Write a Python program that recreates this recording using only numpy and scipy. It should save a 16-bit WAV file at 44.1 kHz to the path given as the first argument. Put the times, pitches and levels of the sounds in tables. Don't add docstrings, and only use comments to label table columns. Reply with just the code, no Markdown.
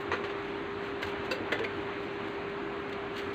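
import sys
import numpy as np
from scipy import signal
from scipy.fft import rfft, irfft, next_fast_len
from scipy.io import wavfile
from scipy.ndimage import uniform_filter1d, map_coordinates

SR = 44100
rng = np.random.default_rng(int(sys.argv[2]) if len(sys.argv) > 2 else 0)


def materialize(psi):
    bounded = np.clip(np.atleast_2d(psi).T, -1, 1)
    quanta = np.round(bounded * 32767).astype(np.int16)
    wavfile.write(sys.argv[1], SR, quanta)


def linear_from_db(decibels):
    return 10 ** (np.asarray(decibels, float) / 20)


N = 147294

# (frequency [Hz], level [dB rms])
MAINS_TONES = [(401.4, -40.5), (97, -59), (48.7, -65.5)]
# (frequency [Hz], density [dB per Hz])
FAN_BODY = [(25, -48), (45, -19.5), (65, -14), (97, -8.5), (135, -9.5), (240, -6), (335, 0), (470, -7.5)]
# (frequency [Hz], density [dB per Hz])
FAN_AIR = [(300, -15.5), (520, 3), (870, 2.5), (1100, 2.5), (1600, 0.5), (2300, -3), (3300, -10),
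           (15500, -16)]
# (time [s], level [dB])
AIR_FLOW = [(0.0, -43.5), (0.4, -43), (0.92, -43.5), (1.22, -42), (2.82, -43.5), (3.34, -44)]

# (time [s], level [dB], length [s], brightness
FILM_TICKS = [(1.59, -31.5, 0.011, -0.29), (0.275, -46, .01, 1.4), (0.294, -41.5, .03, -0.53),
              (1.066, -32.5, 0.012, .6), (1.087, -31, .01, .9), (1.172, -40, .004, 1.4),
              (1.249, -35.5, 0.02, 0.37), (2.015, -38, .008, 1.3), (2.1355, -35, .004, .9),
              (2.338, -42, .004, .6), (2.495, -37.5, .006, 0.3), (2.7995, -35, 0.0043, .8),
              (2.894, -31, .005, 0.56), (2.926, -31.5, 0.0094, 0.15), (3.166, -31, .008, -0.1),
              (3.187, -42, 0.0073, .6), (3.176, -24.5, .012, 1.2), (3.2176, -37, .006, .8),
              (3.331, -30.5, 0.013, .9), (.002, -33, 0.032, 1.1)]
# (time [s], level [dB], length [s])
BENCH_BOOMS = [
    (0.077, -37.5, 0.057),
    (1.04, -38.5, .05),
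    (3.221, -40.5, 0.047),
]
# (centre time [s], length [s], level [dB])
FILM_RUSTLES = [(0.444, 0.054, -45), (0.862, 0.049, -41.5), (1.08, 0.032, -37), (1.794, .06, -45.5),
                (2.04, 0.027, -42.5), (2.278, .06, -45), (3.183, 0.019, -35.5), (3.222, 0.049, -39),
                (3.31, 0.015, -50.5)]

# (time [s], ring level [dB], crack level [dB], rattle length [s], brightness slope [power of frequency])
KNOCK_BLOWS = [
    (.1162, -31.5, -36, 0.0053, -0.15),
    (.121, -30.5, -39.5, 0.031, -0.35),
    (.238, -43, -37, 0.012, -0.45),
]
CATCH_BLOWS = [
    (1.0195, -54, -26.5, .007, 0.63),
    (1.0265, -33.5, -23.5, 0.01, 0.83),
]
SWITCH_BLOWS = [
    (1.3108, -25.5, -20, 0.014, 0.88),
]
STOP_BLOWS = [
    (1.5198, -36, -24, 0.0038, 0.18),
    (1.5235, -28.5, -25.5, .01, 0.18),
]
REBOUND_BLOWS = [
    (1.638, -55, -33, .012, 0.0073),
    (1.642, -34.5, -56, 0.013, 0),
]
BASE_BLOWS = [
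    (1.599, -34.5, -68, 0.0056, 0),
    (1.622, -41.5, -77, .01, 0),
]

# (frequency [Hz], level [dB], decay t60 [s])
BENCH_MODES = [(496, 0.5, .07), (910, -22, 0.045), (1245, -4.5, 0.045), (1426, 1, 0.041), (1700, 0, 0.016),
               (1910, 5.5, 0.021), (2360, -1, 0.018), (2500, -13, 0.021), (4040, -3, 0.017),
               (6200, 6.5, 0.007)]
HOOK_MODES = [(1585, -2.5, .025), (2100, -1.5, 0.014), (2980, -4, 0.0081), (4940, 1, 0.0099)]
CASE_MODES = [(535, -3, 0.12), (1053, -14.5, .06), (1550, -4, 0.02), (1860, -4, 0.022), (2680, -0.5, 0.033),
              (4250, -2.5, .018), (4720, 10.5, .025), (6040, 2.5, 0.016), (7620, 6, .015),
              (13800, -7, 0.0039)]
LEVER_MODES = [(490, -6, 0.057), (603, 1, 0.075), (1480, -6, .03), (1812, 2, 0.029), (2043, 5.5, 0.025),
               (3428, -12, 0.16), (3310, 1.5, .012), (4400, -17, 0.013), (6627, -17, 0.085)]
SPRING_MODES = [(674, -16, .06), (2191, -4.5, 0.035), (2370, -7, 0.026), (3120, -10.5, 0.012),
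                (4640, -2, 0.0089)]
FOOT_MODES = [(453, 4, 0.11)]

# (frequency [Hz], decay t60 [s])
ROOM_DECAY = [(200, 0.46), (2000, .25), (7000, .17), (14000, 0.11)]
# (frequency [Hz], level [dB])
MICROPHONE_RESPONSE = [(3000, 0.5), (4150, -4.5), (5400, -25.5), (6200, -19), (7700, -23), (9000, -33),
                       (12600, -37.5), (15000, -32)]


def unit(x):
    return x / np.sqrt(np.mean(x ** 2) + 1e-20)


def along(points, hz):
    f, v = np.transpose(points)
    return np.interp(np.log(hz + 1), np.log(f + 1), v)


def wobble(rate_hz):
    knots = rng.standard_normal(int(N * rate_hz / SR) + 4)
    return map_coordinates(knots, [np.arange(N) * rate_hz / SR])


def filtered(x, response):
    size = next_fast_len(len(x) + 4096)
    spectrum = rfft(x, size) * response(np.fft.rfftfreq(size, 1 / SR))
    return irfft(spectrum, size)[:len(x)]


def high_pass(hz, corner_hz):
    return hz ** 4 / (hz ** 4 + corner_hz ** 4)


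def tilt(slope):
    return lambda hz: ((hz + 50) / 2000) ** slope * high_pass(hz, 600)


def add(out, start_s, x):
    part = out[round(start_s * SR):][:len(x)]
    part += x[:len(part)]


def burst(length_s, t60):
    t = np.arange(SR // 4) / SR
    rise = 1 - np.exp(-t / 0.00052)
    return rise * linear_from_db(-60 * np.maximum(t - length_s, 0) / t60)


def patchy(spectrum, low_end, patchy_db):
    z = signal.stft(rng.standard_normal(N + SR), nperseg=512)[2]
    field = uniform_filter1d(rng.standard_normal(z.shape), size=6, axis=0)
    field = uniform_filter1d(field, size=14, axis=1)
    x = signal.istft(z * linear_from_db(patchy_db * unit(field)), nperseg=512)[1][:N]
    return unit(filtered(x, lambda hz: linear_from_db(along(spectrum, hz)) * low_end(hz)))


def struck(blows, modes, crack_t60):
    out = np.zeros(N)
    t = np.arange(SR // 4) / SR
    rings = np.array([linear_from_db(db - 60 * t / t60) * np.sin(2 * np.pi * hz * t) for hz, db, t60 in modes])
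    ring_size = np.linalg.norm(rings, axis=1, keepdims=True)
    for start_s, ring_db, crack_db, length_s, slope in blows:
        contacts = rng.laplace(size=len(t)) * burst(length_s / 2, length_s * 2)
        rung = signal.fftconvolve(contacts[None], rings, axes=1)[:, :len(t)]
        rung *= ring_size / np.linalg.norm(rung, axis=1, keepdims=True)
        body = filtered(rung.sum(axis=0), lambda hz: high_pass(hz, 300))
        body /= np.sqrt(np.mean(body[:SR // 50] ** 2))
        noise = unit(filtered(rng.standard_normal(len(t)), tilt(slope)))
        crack = noise * burst(length_s, crack_t60)
        add(out, start_s, linear_from_db(ring_db) * body + linear_from_db(crack_db) * crack)
    return out


def fan():
    t = np.arange(N) / SR
    s, db = np.transpose(AIR_FLOW)
    flow_db = np.interp(t, s, db) - db.mean()
    body = patchy(FAN_BODY, lambda hz: 1 / (1 + (hz / 520) ** 8), patchy_db=0.92)
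    air = patchy(FAN_AIR, lambda hz: high_pass(hz, 380), patchy_db=1.06)
    body_gain = linear_from_db(-42 + 0.48 * wobble(2.6))
    air_gain = linear_from_db(-40.5 + flow_db + 0.13 * wobble(8.58))
    return body_gain * body + air_gain * air


def mains():
    t = np.arange(N) / SR
    out = np.zeros(N)
    for hz, db in MAINS_TONES:
        level = linear_from_db(db + 2.5 + 0.35 * wobble(17))
        out += level * np.sin(2 * np.pi * hz * t)
    return out


def film_ticks():
    out = np.zeros(N)
    for start_s, db, length_s, slope in FILM_TICKS:
        tick = unit(filtered(rng.standard_normal(SR // 4), tilt(slope)))
        add(out, start_s, linear_from_db(db) * tick * burst(length_s / 2, length_s * 3))
    return out


def bench_booms():
    out = np.zeros(N)
    t = np.arange(SR // 4) / SR
    boom = np.sin(2 * np.pi * 88.1 * t)
    for start_s, db, length_s in BENCH_BOOMS:
        swell = t / length_s * np.exp(-2 * t / length_s)
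        add(out, start_s, linear_from_db(db + 10.5) * swell * boom)
    return out


def distant_knock():
    return struck(KNOCK_BLOWS, BENCH_MODES, crack_t60=0.16)


def film_rustles():
    t = np.arange(N) / SR
    swell = np.zeros(N)
    for centre_s, length_s, db in FILM_RUSTLES:
        swell += linear_from_db(db) * np.exp(-0.5 * ((t - centre_s) / length_s) ** 2)
    grains = rng.standard_normal(N) * linear_from_db(3 * wobble(170))
    return swell * unit(filtered(grains, tilt(0.33)))


def sealer():
    catch = struck(CATCH_BLOWS, HOOK_MODES, crack_t60=0.03)
    switch = struck(SWITCH_BLOWS, CASE_MODES, crack_t60=0.07)
    stop = struck(STOP_BLOWS, LEVER_MODES, crack_t60=0.04)
    base = struck(BASE_BLOWS, FOOT_MODES, crack_t60=0.03)
    rebound = struck(REBOUND_BLOWS, SPRING_MODES, crack_t60=0.03)
    return catch + switch + stop + base + rebound


def room(x):
    hz, t, z = signal.stft(rng.standard_normal(SR // 2), SR, nperseg=256)
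    decay = linear_from_db(-60 * t / along(ROOM_DECAY, hz)[:, None])
    tail = signal.istft(z * decay, SR, nperseg=256)[1]
    delayed = np.pad(x, (300, 0))
    return signal.fftconvolve(delayed, tail / np.linalg.norm(tail))[:N]


def scene():
    bench = film_ticks() + bench_booms() + distant_knock() + film_rustles() + sealer()
    return (bench + linear_from_db(-8.5) * room(bench) + fan() + mains())[None]


def microphone(x):
    port_hz, port_width_hz, port_db, top_hz = 13600, 500, 6, 15450

    def response(hz):
        port = port_db * np.exp(-((hz - port_hz) / port_width_hz) ** 2)
        return linear_from_db(along(MICROPHONE_RESPONSE, hz) + port) / (1 + (hz / top_hz) ** 200)

    return filtered(x, response)


def low_pass(x):
    return signal.sosfilt(signal.butter(12, 15690, fs=SR, output="sos"), x)


def record(dry):
    mix = microphone(dry[0])[None]
    return low_pass(mix)


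dry = scene()
out = record(dry)
materialize(out)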